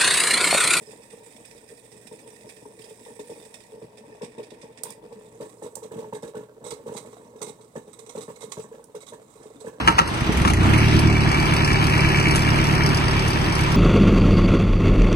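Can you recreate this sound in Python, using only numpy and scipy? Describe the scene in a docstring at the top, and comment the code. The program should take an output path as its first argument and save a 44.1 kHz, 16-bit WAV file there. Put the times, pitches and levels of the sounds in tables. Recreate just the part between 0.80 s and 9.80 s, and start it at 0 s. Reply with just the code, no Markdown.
"""Water in a steel pot of eggs nears a simmer on an electric coil, heard from just above the rim.
Steam bubbles collapse on the bottom: pressure pushes ring the modes of the water-loaded pot, amid splashes and plips.
Water sizzles and spits on hot metal as dense random bursts and pings that ring the wall; a few drops snap sharply.
Halfway through, the microphone is lifted: the sizzle changes colour and the water swings across the stereo picture.
A small kitchen adds short reflections, filtered air noise and a steady hum."""
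import sys
import numpy as np
from scipy import signal
from scipy.fft import rfft, irfft
from scipy.io import wavfile
from scipy.ndimage import uniform_filter1d, map_coordinates

SR = 44100
rng = np.random.default_rng(int(sys.argv[2]) if len(sys.argv) > 2 else 0)


def waveform_to_disk(signal):
    """Save audio, clipped to [-1, 1], as 16-bit WAV at the path in sys.argv[1]."""
    frames = np.transpose(np.atleast_2d(signal))
    scaled = np.clip(frames, -1, 1) * 32767
    samples = np.round(scaled).astype(np.int16)
    wavfile.write(sys.argv[1], SR, samples)


N = 396900
TIME = np.arange(N) / SR
LIFT_S = (4.24, 4.79)  # the microphone rises between these times
LIFTED = np.interp(TIME, LIFT_S, [0, 1])
KITCHEN_T60_S = 0.2

# Strength of the small collapses. Each row: time in seconds, relative level in dB.
SIMMER_LEVEL = [(0, -52), (0.6, -54.5), (2.3, -51.5), (3.8, -51.5), (4.1, -49.5), (4.8, -51), (5.2, -52.5),
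                (5.7, -50.5), (6.55, -48.5), (6.85, -54), (7.7, -50.5), (8.4, -53.5), (9, -46.5)]
# Strength of the steady sizzle. Each row: time in seconds, relative level in dB.
SIZZLE_LEVEL = [(0, -53.5), (1.9, -57), (2.6, -54.5), (3.05, -59), (3.7, -53), (4.3, -62.5), (4.65, -58),
                (5.2, -64), (5.75, -67.5), (6.25, -50), (6.5, -59.5), (6.75, -58.5), (7.05, -58),
                (7.4, -52.5), (8.0, -60.5), (8.2, -67), (8.6, -51), (9, -59)]


def from_db(db):
    """Logarithmic level to amplitude ratio: 20 dB is a factor of ten."""
    return np.exp(np.asarray(db) * (np.log(10) / 20))


def rms_one(x):
    """Normalization by mean power: the average of the channels gets rms 1."""
    return x / np.sqrt(np.mean(np.atleast_2d(x).mean(axis=0) ** 2) + 1e-20)


def in_time(rows):
    """Linear interpolation of a (seconds, value) table at every sample."""
    return np.interp(TIME, *np.transpose(rows))


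def filtered(x, order, hz, kind="low"):
    """Butterworth filtering: a maximally flat passband."""
    return signal.sosfilt(signal.butter(order, hz, kind, fs=SR, output="sos"), x)


def drift(corner_hz):
    """Low-passed noise: a double pole leaves slow random motion of rms 1."""
    step = 40  # samples between points of the slow curve
    r = np.exp(-2 * np.pi * corner_hz * step / SR)
    noise = rng.standard_normal(N // step + 2002)
    slow = signal.lfilter([1], [1, -2 * r, r * r], noise)[2000:]  # drop the filter's start-up
    return np.interp(np.arange(N) / step, np.arange(len(slow)), rms_one(slow))


def colour(x, points):
    """Minimum-phase filtering: the folded cepstrum of a (Hz, dB) curve gives a causal response."""
    size = 8192
    hz, db = np.transpose(points)
    bins_hz = np.arange(size // 2 + 1) * SR / size
    log_gain = np.log(from_db(np.interp(np.log(bins_hz + 1), np.log(hz), db)))
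    cepstrum = irfft(log_gain)[:size // 2]
    cepstrum[1:] *= 2
    response = irfft(np.exp(rfft(cepstrum, size)))
    return signal.oaconvolve(np.atleast_2d(x), response[None], axes=1)[:, :N]


def resonate(x, hz, width_hz):
    """Damped resonance: a pole pair whose bandwidth sets the decay, with unit gain at the peak."""
    r = np.exp(-np.pi * width_hz / SR)
    poles = [1, -2 * r * np.cos(2 * np.pi * hz / SR), r * r]
    return signal.lfilter(np.array([1, 0, -1]) * (1 - r * r) / 2, poles, x + 1e-18)


def grains(per_s, spread_db):
    """Random point process: independent clicks with exponentially distributed levels and random signs."""
    sizes = from_db(spread_db * np.minimum(rng.exponential(1, N), 4)) * rng.choice([-1, 1], N)
    return sizes * (rng.random(N) < per_s / SR)


def linger(power, t60):
    """Exponential energy decay: each impulse of power dies away while its total is kept."""
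    r = from_db(-120 / (t60 * SR))  # 60 dB of power
    return signal.lfilter([1 - r], [1, -r], power + 1e-18)


def swells(rows, rise_s, t60):
    """Power envelope of bursts (start s, level dB, length s): linear amplitude rise, hold, exponential decay."""
    power, t = np.zeros(N + SR), TIME[:SR // 4]
    for start, level_db, length in rows:
        at = max(round(start * SR), 0)
        decay_db = -60 * np.maximum(t - length, 0) / t60
        power[at:at + len(t)] += (from_db(level_db + decay_db) * np.minimum(t / rise_s, 1)) ** 2
    return power[:N]


def two_ports(shape, alike):
    """Interchannel coherence: shared and opposed white noise mixed for two ports."""
    mid, side = rng.standard_normal((2, *shape))
    alike = np.clip(alike, 0, 1)
    return np.stack([np.sqrt(1 + alike) * mid + sign * np.sqrt(1 - alike) * side for sign in (1, -1)])


def ports(x):
    """Acoustic shadowing: the microphone's body shades the left port from the treble."""
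    # Each row: frequency in Hz, left minus right level in dB.
    shade = [(700, -9.5), (1500, -10), (2500, -8), (4000, -10.5), (5500, -14), (8400, -31), (11000, -23),
             (16000, -13)]
    left, right = x
    return np.vstack([colour(left, shade)[:, :len(right)], right])


def reflections(x, t60, alike_hz):
    """Diffuse reverberation: decaying noise of unit energy, more coherent between the ports in the bass."""
    t = np.arange(SR // 2) / SR
    mid, side = rng.standard_normal((2, len(t)))
    side = filtered(side, 1, alike_hz, "high")
    echoes = (mid + side * [[1], [-1]]) * from_db(-60 * t / t60) * (t > .001)
    echoes /= np.sqrt(np.mean(np.sum(echoes ** 2, axis=1)))
    return signal.oaconvolve(np.broadcast_to(x, (2, N)), echoes, axes=1)[:, :N]


def background():
    """Stationary noise, coherent in the bass, with a drifting sinusoidal mains hum."""
    # Each row: frequency in Hz, spectral level of the air noise in dB per Hz.
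    air = [(20, -70), (45, 4.5), (62, -4), (85, -0.5), (130, 3.5), (300, 3), (700, -6), (1400, -22.5),
           (4000, -26), (9000, -29.5), (16000, -28)]
    air_db, hum_hz, hum_db = -60, 118.5, -67.5
    mid, side = rng.standard_normal((2, N))
    side = filtered(side, 1, 700, "high")
    hum = np.sqrt(2) * from_db(hum_db + 2 * drift(0.39)) * np.sin(2 * np.pi * hum_hz * TIME)
    return from_db(air_db) * rms_one(colour(mid + side * [[1], [-1]], air)) + hum


def snaps(tail_db, tail_t60):
    """Impulsive bursting: a drop makes a crack of band-shaped noise, and a modulated tail sputters round the pot."""
    # Each row: start in seconds, level in dB, length in seconds, pitch in Hz.
    drops = [(4.034, -23.5, 0.0018, 8800), (4.103, -39, 0.0049, 8600), (4.119, -51, 0.0086, 8500),
             (4.9532, -33, 0.0049, 7850), (8.04, -48, 0.0044, 8700)]
    # Each row: frequency as a multiple of the pitch, spectral level in dB per Hz.
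    crack_colour = [(.093, 5), (.23, -14), (.52, -3.5), (.72, 6.5), (.87, 9.5), (1, 18.5), (1.16, 8),
                    (1.4, 1.5), (1.86, -4)]
    out, size = np.zeros((2, N)), SR // 4
    sputter = from_db(tail_db + 4 * drift(150)) ** 2
    for s, db, length, hz in drops:
        row, at = [(s, db, length)], round(s * SR)
        span = slice(at, at + size)
        power = swells(row, rise_s=0.0016, t60=.006)
        power = power + sputter * swells(row, rise_s=0.00081, t60=tail_t60)
        points = [(hz * multiple, level) for multiple, level in crack_colour]
        left, right = colour(two_ports((size,), alike=0.1), points)[:, :size]
        out[:, span] += np.sqrt(power[span]) * rms_one(ports([left, right]))
    return out


def ticks():
    """Shot noise at a low rate: separate tiny cracks of uneven size, with the top rolled off."""
    power = linger(grains(per_s=150, spread_db=2.5) ** 2, t60=.012)
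    return rms_one(filtered(np.sqrt(power) * two_ports((N,), alike=.5), 1, 7500))


def pings(spread_db, patchy_db, count, size=640):
    """Bubble resonance: each tiny bubble swells and rings at its own pitch; higher ones die sooner."""
    when, pitch = rng.random((2, count))
    # smooth chance over time and pitch gathers like sizes into swarms
    swarms = map_coordinates(rng.standard_normal((300, 16)), [when * 299, pitch * 15], order=1)
    hz = 1100 * 13 ** pitch[:, None]
    rise_s = 0.002 * np.sqrt(3000 / hz)
    # large bubbles stand out singly, the smallest merge into an even hiss
    uneven = np.interp(hz, [4500, 9000], [1.3, .3])
    chance_db = spread_db * np.minimum(rng.standard_normal(count), 2) + patchy_db * swarms
    strength = from_db(uneven * chance_db[:, None]) * np.sqrt(hz / rise_s)
    t = TIME[:size].astype(np.float32)
    age = t / rise_s.astype(np.float32)
    rings = strength * (age * np.exp(-age) * np.sin((2 * np.pi * hz).astype(np.float32) * t))
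    at = (when * N).astype(int)[:, None] + np.arange(size)
    return rms_one(np.bincount(at.ravel(), rings.ravel(), N + size)[:N])


def faint_spits(count=34):
    """Stratified random timing: small drops spit near the sizzle level of the moment."""
    s = (np.arange(count) + rng.random(count)) / count * (N - 1) / SR
    db = np.interp(s, *np.transpose(SIZZLE_LEVEL)) - 4 + 2 * rng.standard_normal(count)
    return [(at, level, 0.004) for at, level in zip(s, db)]


def sizzle(bubbles, bed_db, spit_db, fizz_db, flicker_db, wall_db, wall_wander_db):
    """Shot noise and wall resonance: tiny bubbles hiss, crowd into spits and follow each large collapse."""
    # Water spitting on hot metal. Each row: start in seconds, relative level in dB, length in seconds.
    spits = [(0.105, -49.5, 0.015), (0.3, -51, 0.0081), (0.324, -52.5, 0.0071), (0.52, -53, 0.0045),
             (0.562, -50, 0.0051), (0.645, -50.5, 0.015), (0.707, -50, 0.0067), (0.772, -54.5, 0.016),
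             (0.891, -52, .005), (1.115, -53, 0.0098), (1.267, -42.5, 0.0043), (1.323, -50.5, 0.0068),
             (1.387, -51, 0.0063), (1.472, -51, 0.0057), (1.605, -56.5, 0.006), (1.688, -45, 0.0089),
             (1.762, -52, .005), (1.987, -52, .01), (2.016, -49.5, 0.004), (2.037, -50.5, 0.0055),
             (2.085, -53.5, .022), (2.247, -51, 0.0099), (2.495, -53.5, 0.018), (2.621, -54, .005),
             (2.648, -49, .005), (2.8, -50.5, .005), (2.834, -54, 0.0042), (2.391, -47, 0.0062),
             (2.738, -42.5, 0.0043), (3.17, -48, 0.014), (3.416, -45, 0.033), (3.578, -51.5, 0.0085),
             (3.626, -49.5, 0.015), (3.702, -46.5, 0.0067), (3.812, -48.5, 0.016), (3.971, -50.5, 0.019),
             (4.04, -51.5, 0.089), (4.33, -64.5, 0.026), (4.452, -59, 0.012), (4.605, -61, 0.056),
             (4.688, -56, 0.011), (4.822, -52, 0.03), (5.025, -52.5, 0.021), (5.346, -43.5, 0.0083),
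             (5.422, -47.5, 0.0095), (5.475, -49, 0.0076), (5.84, -46.5, 0.051), (5.904, -34, 0.0048),
             (5.925, -50, 0.014), (6.135, -48, 0.015), (6.164, -40, 0.02), (6.614, -35, 0.018),
             (6.662, -45, 0.032), (6.808, -51, 0.0041), (7.128, -48, 0.011), (7.187, -47.5, 0.01),
             (7.26, -47, 0.0054), (7.29, -43, 0.007), (7.352, -50.5, 0.037), (7.404, -44, 0.026),
             (7.556, -49, 0.011), (7.604, -45, 0.038), (7.716, -33.5, 0.0047), (7.769, -54.5, 0.068),
             (8.146, -52.5, 0.024), (8.203, -52, 0.03), (8.262, -49, 0.038), (8.33, -53, 0.014),
             (8.625, -53, .01), (8.8, -48, 0.014), (8.856, -51, 0.015)]
    # Gain above about 7 kHz, which dips before the lift. Each row: time in seconds, gain in dB.
    treble_gain = [(0, 2.5), (1.4, 4.5), (2.6, 6), (3.0, -1), (3.8, -22), (4.1, -8), (4.8, 0.5),
                   (6.5, -7.5), (8.3, -4), (9, -14.5)]
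    # Thin ringing of the steel wall. Each row: frequency in Hz, width in Hz, relative level in dB.
    wall_modes = [(2132, 39, 10), (3440, 160, 0), (3793, 61, 3.5), (4010, 60, -4.5), (5980, 140, 4),
                  (7310, 34, -24), (8146, 59, 2), (7950, 62, 6), (8450, 24, 4), (8760, 45, -3)]
    # Colour with the microphone low, then lifted. Each row: frequency in Hz, spectral level in dB per Hz.
    low_colour = [(700, 2), (1350, -16), (1650, -8.5), (1820, 3.5), (2100, -5), (2500, 1), (3000, -13),
                  (3600, -1.5), (4200, -14.5), (5100, -4), (6500, -11), (8500, 2), (11500, -18),
                  (16000, -17.5)]
    high_colour = [(600, 1), (1100, 8.5), (1600, -12), (2200, -4.5), (3000, -13), (3800, -1.5),
                   (4500, -8.5), (5600, -5), (7000, 1.5), (8400, 6), (10300, -6), (13000, -8.5),
                   (16000, -17)]

    clumps = linger(linger(grains(per_s=460, spread_db=7.0) ** 2, t60=0.06), t60=0.022)
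    clumps = rms_one(np.sqrt(clumps))
    bed = from_db(in_time(SIZZLE_LEVEL) + bed_db + flicker_db * drift(37.0)) ** 2
    bed = bed * (0.47 + 0.082 * clumps ** 2)
    power = bed + from_db(spit_db) ** 2 * swells([*spits, *faint_spits()], rise_s=0.0049, t60=0.077)
    fizz = [(s - .003, db + fizz_db, .004) for s, db, tilt in bubbles]
    power = power + swells(fizz, rise_s=0.0044, t60=0.11)
    calm = bed / power  # 1 in the steady sizzle, near 0 in a strong spit

    burst = linger(grains(per_s=6500, spread_db=-7.0) ** 2, t60=0.015)  # each tiny burst rattles briefly
    hiss = rms_one(np.sqrt(burst) * two_ports((N,), alike=0.01))
    tick_share = .25  # of the power
    hiss = np.sqrt(1 - tick_share) * hiss + np.sqrt(tick_share) * ticks()
    ping_share = .3 + .07 * calm
    ringing_bubbles = pings(spread_db=2.0, patchy_db=4.5, count=8000)
    crackle = np.sqrt(1 - ping_share) * hiss + np.sqrt(ping_share) * ringing_bubbles

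    top = filtered(crackle, 1, 7000, "high")
    middle = filtered(crackle, 1, [2200, 6500], "band")
    middle_db = 5 - 7.5 * calm  # spits hold larger bubbles than the steady sizzle
    crackle = crackle + (from_db(in_time(treble_gain)) - 1) * top + (from_db(middle_db) - 1) * middle

    low = rms_one(ports(colour(crackle, low_colour)))
    knocks = crackle * from_db(-7 * calm)  # the steady sizzle strikes the wall less
    ringing = 0
    for hz, width, db in wall_modes:
        # the strength of each mode wanders as the spits move about
        wander_db = wall_wander_db * np.minimum(drift(12.0), 1.5)
        ringing = ringing + from_db(db + wall_db + wander_db) * resonate(knocks, hz, width)
    high = rms_one(ports(colour(crackle + ringing, high_colour)))
    return np.sqrt(power) * (np.sqrt(1 - LIFTED) * low + np.sqrt(LIFTED) * high)


def plips(t60, glide, beat_db):
    """Beating bubble resonances: a surfacing bubble splits into halves of close, slightly rising pitch."""
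    # Each row: start in seconds, relative level in dB, starting pitch in Hz.
    surfacing = [(5.351, -44, 1700), (5.438, -40.5, 1680), (5.555, -41, 1480), (5.609, -51, 1420),
                 (5.69, -53, 1540), (6.961, -38, 1760), (7.93, -50, 1700), (8.028, -55, 1480),
                 (8.159, -52, 1520), (8.333, -43, 1760), (8.62, -50, 1730), (8.867, -36, 1705),
                 (8.938, -52, 1600)]
    out, t = np.zeros(N + SR), TIME[:SR // 10]
    for (s, db, hz), split in zip(surfacing, rng.uniform(0.885, 0.99, len(surfacing))):
        phase, at = 2 * np.pi * hz * t * (1 + glide * t / t60), round(s * SR)
        envelope = from_db(db - 60 * t / t60) * (1 - np.exp(-t * hz / 2))
        out[at:at + len(t)] += envelope * (np.sin(phase) + from_db(beat_db) * np.sin(split * phase))
    return out[:N] * from_db([[-3], [1.5]])


def splashes(bubbles, level_db, hold_s, t60, lifted_db):
    """Turbulent noise: each collapse churns the surface into a rough, unpitched splash, altered by the lift."""
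    # Each row: frequency in Hz, spectral level in dB per Hz.
    splash_colour = [(400, -17), (680, -1), (950, -3.5), (1300, -13.5), (1700, -13.5), (2100, -16),
                     (2650, -10), (3300, -15), (4300, -24), (8000, -23.5)]
    rows = [(s - .002, db + level_db + np.interp(s, LIFT_S, [0, lifted_db]), hold_s)
            for s, db, tilt in bubbles]
    power = swells(rows, rise_s=0.0057, t60=t60)
    per_s = 900
    roughness = linger(grains(per_s, spread_db=2.5) ** 2, t60=0.019) * SR / per_s
    churn = np.sqrt(power * roughness)
    return colour(churn * two_ports((N,), alike=0.26), splash_colour) * from_db([[-3], [1]])


def pot_body(push, softness_hz, tilt_db=0, place=0):
    """Modal superposition: pressure rings the filled pot; neighbours in opposite phase build up softly."""
    # Modes of the filled pot. Each row: frequency in Hz, width in Hz, relative level in dB.
    pot_modes = [(65, 27, -25.5), (120.35, 18, -11), (166.6, 32, -10), (240.2, 38, -8.5), (290, 29, -10.5),
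                 (338.1, 32, -9), (425.5, 31, 1), (478.3, 39, 2.5), (619, 40, -11), (807, 62, -21),
                 (931.2, 70, -10.5), (1113, 46, -18.5), (1408, 170, -36), (1760, 92, -19.5)]
    # Uneven excitation from the place of impact. Each row: frequency in Hz, spread in dB.
    place_spread = [(200, 0), (300, 2.5), (630, 2.5), (820, 0)]
    chance = place * np.clip(rng.standard_normal((len(pot_modes), *np.shape(tilt_db))), -1, 1)
    rings = 0
    for k, (hz, width, db) in enumerate(pot_modes):
        place_db = chance[k] * np.interp(hz, *np.transpose(place_spread))
        bright_db = tilt_db * np.clip(np.log2(hz / 450), -.15, 1.2)
        rings = rings + (-1) ** k * from_db(db + place_db + bright_db) * resonate(push, hz, width)
    return filtered(rings, 2, softness_hz)


def simmer(level_db, per_s, gurgle_db, count=14):
    """Random modal excitation: small collapses make the pot murmur, and loose bubbles gurgle at own pitches."""
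    push = np.sqrt(linger(grains(per_s, spread_db=1.5) ** 2, t60=0.022)) * two_ports((N,), alike=1.0)
    clicks, dealt = grains(per_s=100, spread_db=4.5), rng.integers(0, count, N)
    gurgle = sum(resonate(clicks * (dealt == k), hz, hz / 10) / hz ** 0.85
                 for k, hz in enumerate(np.geomspace(200, 700, count)))
    murmur = rms_one(pot_body(push, softness_hz=1480))
    return from_db(in_time(SIMMER_LEVEL) + level_db) * (murmur + from_db(gurgle_db) * rms_one(gurgle))


def collapses(count=30):
    """Clustered event process: large collapses in glugs and alone, as (s, level dB, tilt dB per octave)."""
    # Glugs, quick runs of large bubbles collapsing; length 0 is a single one.
    # Each row: start in seconds, length in seconds, relative level in dB, relative brightness in dB per octave.
    glugs = [(0.02, 0.0, -44, -5), (0.079, 0.018, -44.5, -4), (0.136, 0.0, -47.5, 3), (0.341, 0.0, -42, -1),
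             (0.717, 0.0, -50, 0), (0.918, 0.015, -44.5, -4), (1.127, 0.04, -48, -26),
             (1.321, 0.017, -41.5, -3), (1.466, 0.015, -47, 1), (1.651, 0.02, -43.5, -3),
             (1.827, 0.0, -44.5, -11), (1.862, 0.0, -44, -0.5), (1.997, 0.0, -42.5, -17),
             (2.088, 0.0, -47, -9), (2.115, 0.0, -45, -6), (2.271, 0.015, -45, 1), (2.399, 0.0, -36, -5),
             (2.502, 0.021, -35, -3.5), (2.58, 0.018, -45, -8), (2.667, 0.0, -48, 7),
             (2.929, 0.02, -42.5, -7), (3.024, 0.022, -41, -5.5), (3.331, 0.03, -52.5, -16),
             (3.419, 0.013, -33, 2), (3.585, 0.014, -35.5, -1.5), (3.727, 0.0, -40.5, -4),
             (3.843, 0.0, -41.5, -2), (4.042, 0.075, -43.5, 3.5), (4.232, 0.02, -48.5, -6),
             (4.301, 0.0, -51, 0), (4.39, 0.0, -45, -11), (4.462, 0.04, -54.5, -3), (4.327, 0.0, -39.5, 0),
             (4.609, 0.0, -32, -4), (4.627, 0.0, -37, 1), (4.662, 0.0, -39.5, 5), (4.83, 0.0, -35.5, -0.5),
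             (4.848, 0.016, -35, 0), (4.969, 0.015, -41, 4), (5.031, 0.024, -36, 0.5),
             (5.118, 0.024, -33.5, -2), (5.166, 0.0, -33, -9), (5.187, 0.015, -33.5, -1.5),
             (5.227, 0.022, -40, 5.5), (5.28, 0.0, -44, -10), (5.33, 0.0, -31.5, 3), (5.348, 0.02, -40, 5),
             (5.434, 0.018, -33.0, -1), (5.471, 0.02, -40.5, 0.5), (5.515, 0.0, -54, 0),
             (5.552, 0.018, -33.5, 0.5), (5.593, 0.04, -41, 3), (5.85, 0.032, -37, -0.5),
             (5.927, 0.0, -32.5, -0.5), (5.975, 0.02, -45.5, 1), (6.067, 0.014, -33, -2.5),
             (6.099, 0.0, -37, 4), (6.123, 0.0, -33, 1), (6.158, 0.0, -33.5, -2), (6.187, 0.025, -49, 2),
             (6.257, 0.015, -45.5, 0), (6.395, 0.02, -54, 6), (6.46, 0.0, -50, 8), (6.56, 0.0, -41, -2.5),
             (6.619, 0.02, -35.5, -14), (6.678, 0.02, -38, 1), (6.961, 0.015, -31.5, -0.5),
             (7.081, 0.0, -41.5, -3), (7.19, 0.0, -45, 3.5), (7.275, 0.024, -47.5, 0),
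             (7.357, 0.022, -30.5, -1), (7.412, 0.03, -44.5, -2), (7.487, 0.02, -36.5, 2.5),
             (7.632, 0.012, -39, 2), (7.777, 0.02, -32.5, -6.5), (7.848, 0.0, -42, 8),
             (7.924, 0.026, -42, -1.5), (8.002, 0.0, -46, 6.5), (8.151, 0.017, -34.5, -1.5),
             (8.325, 0.015, -40, 4), (8.662, 0.0, -41, -4), (8.816, 0.0, -41.5, 1.5),
             (8.85, 0.0, -36, -3.5), (8.876, 0.0, -31.5, -0.5), (8.933, 0.015, -45.5, 1)]
    gap_s, jitter_s = .02, 0.00118  # a loose beat
    sag_db_per_s, uneven_db = 24, 1  # collapses weaken as the steam is spent
    lone = (np.arange(count) + rng.random(count)) / count * N / SR
    lone_db = np.interp(lone, *np.transpose(SIMMER_LEVEL)) + 4
    runs = [(s, age, db, bright) for s, length, db, bright in glugs
            for age in np.linspace(0, length, 1 + round(length / gap_s))]
    start, age, db, bright = np.transpose(runs)
    late, uneven = rng.standard_normal((2, len(start)))
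    s = np.append(lone, start + age + jitter_s * late * (age > 0))
    db = np.append(lone_db, db - sag_db_per_s * age + uneven_db * uneven)
    return np.column_stack([s, db, -2.5 + np.append(np.zeros(count), bright)])


def thumps(bubbles, level_db, ragged_db, collapse_s, slosh_db, slosh_t60):
    """Cavity collapse: an imploding bubble gives a short ragged push, water sloshes after it, and the pot rings."""
    s, db, tilt = bubbles.T
    t = TIME[:SR // 12]
    ragged = from_db(ragged_db) * t / collapse_s * np.exp(1 - t / collapse_s)
    slosh = from_db(slosh_db - 60 * t / slosh_t60) * np.minimum(t / collapse_s, 1)
    implosion = np.exp(-((t - collapse_s) / .00012) ** 2)
    push = implosion + two_ports((len(s), len(t)), alike=0.97) * (ragged + slosh)
    tilt = tilt + np.interp(s, LIFT_S, [-.5, .5])  # slightly brighter once lifted
    rings = pot_body(push, softness_hz=1600, tilt_db=tilt[:, None], place=0.99)
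    # each thump is scaled by its peak short-time power, and that peak falls on the event time
    power = uniform_filter1d(rings.mean(axis=0) ** 2, size=200, axis=1)
    rings = rings / np.sqrt(power.max(axis=1))[:, None]
    rings *= from_db(db + level_db)[:, None]
    out = np.zeros((2, N + 2 * len(t)))
    starts = np.round(s * SR).astype(int) - power.argmax(axis=1) + len(t)
    for k, start in enumerate(starts):
        out[:, start:start + len(t)] += rings[:, k]
    return out[:, len(t):len(t) + N]


def aim(water):
    """Interaural-style level differences by frequency: the water swings across as the microphone is lifted."""
    # Balance with the microphone low, then lifted. Each row: frequency in Hz, left minus right level in dB.
    side_low = [(150, 2.5), (300, 2.5), (450, 0.5), (850, 15.5), (1200, 9.5), (1800, 3.5)]
    side_high = [(150, 1.5), (300, 4.5), (450, 0.5), (850, -1.5), (1200, -14), (1800, -0.5)]
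    spectrum = rfft(water)
    hz = np.arange(spectrum.shape[1]) * SR / N
    low, high = (irfft(spectrum * from_db(np.interp(hz, *np.transpose(side)) * [[.5], [-.5]]), N)
                 for side in (side_low, side_high))
    return (1 - LIFTED) * low + LIFTED * high


def scene():
    """Superposition and arrival delay: water and sizzle with kitchen reflections reach the right port first."""
    bubbles = collapses()
    water = thumps(bubbles, level_db=1.5, ragged_db=-6.5, collapse_s=.002, slosh_db=-13.0, slosh_t60=0.12)
    water = water + simmer(level_db=-3, per_s=150, gurgle_db=-3.5)
    water = water * from_db([[-.8], [.6]]) + plips(t60=0.044, glide=0.012, beat_db=-7.0)
    water = water + splashes(bubbles, level_db=-10.0, hold_s=0.0077, t60=0.098, lifted_db=2.5)
    water = aim(water + from_db(-5.0) * reflections(water, KITCHEN_T60_S, alike_hz=740))

    sizzling = sizzle(bubbles, bed_db=-0.5, spit_db=-2.0, fizz_db=-21.0, flicker_db=2.0,
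                      wall_db=-2.0, wall_wander_db=2.0)
    snapping = snaps(tail_db=-11, tail_t60=0.05)
    sent = from_db(-5.5) * sizzling + from_db(-6) * snapping
    treble = sizzling + snapping + reflections(sent, KITCHEN_T60_S, alike_hz=597)

    left, right = water + filtered(treble, 2, 450, "high")  # tiny bursts carry little bass
    lag = round(.0002 * SR)  # 0.2 ms between the ports
    return np.stack([np.pad(left, (lag, 0))[:N], right]) + background()


def record(dry):
    """Band limiting: a gentle high-pass cuts the deepest bass and a steep elliptic low-pass the top."""
    lean = filtered(dry, 2, 45, "high")
    return signal.sosfilt(signal.ellip(10, .1, 70, 15900, fs=SR, output="sos"), lean)


dry = scene()
out = record(dry)
waveform_to_disk(out)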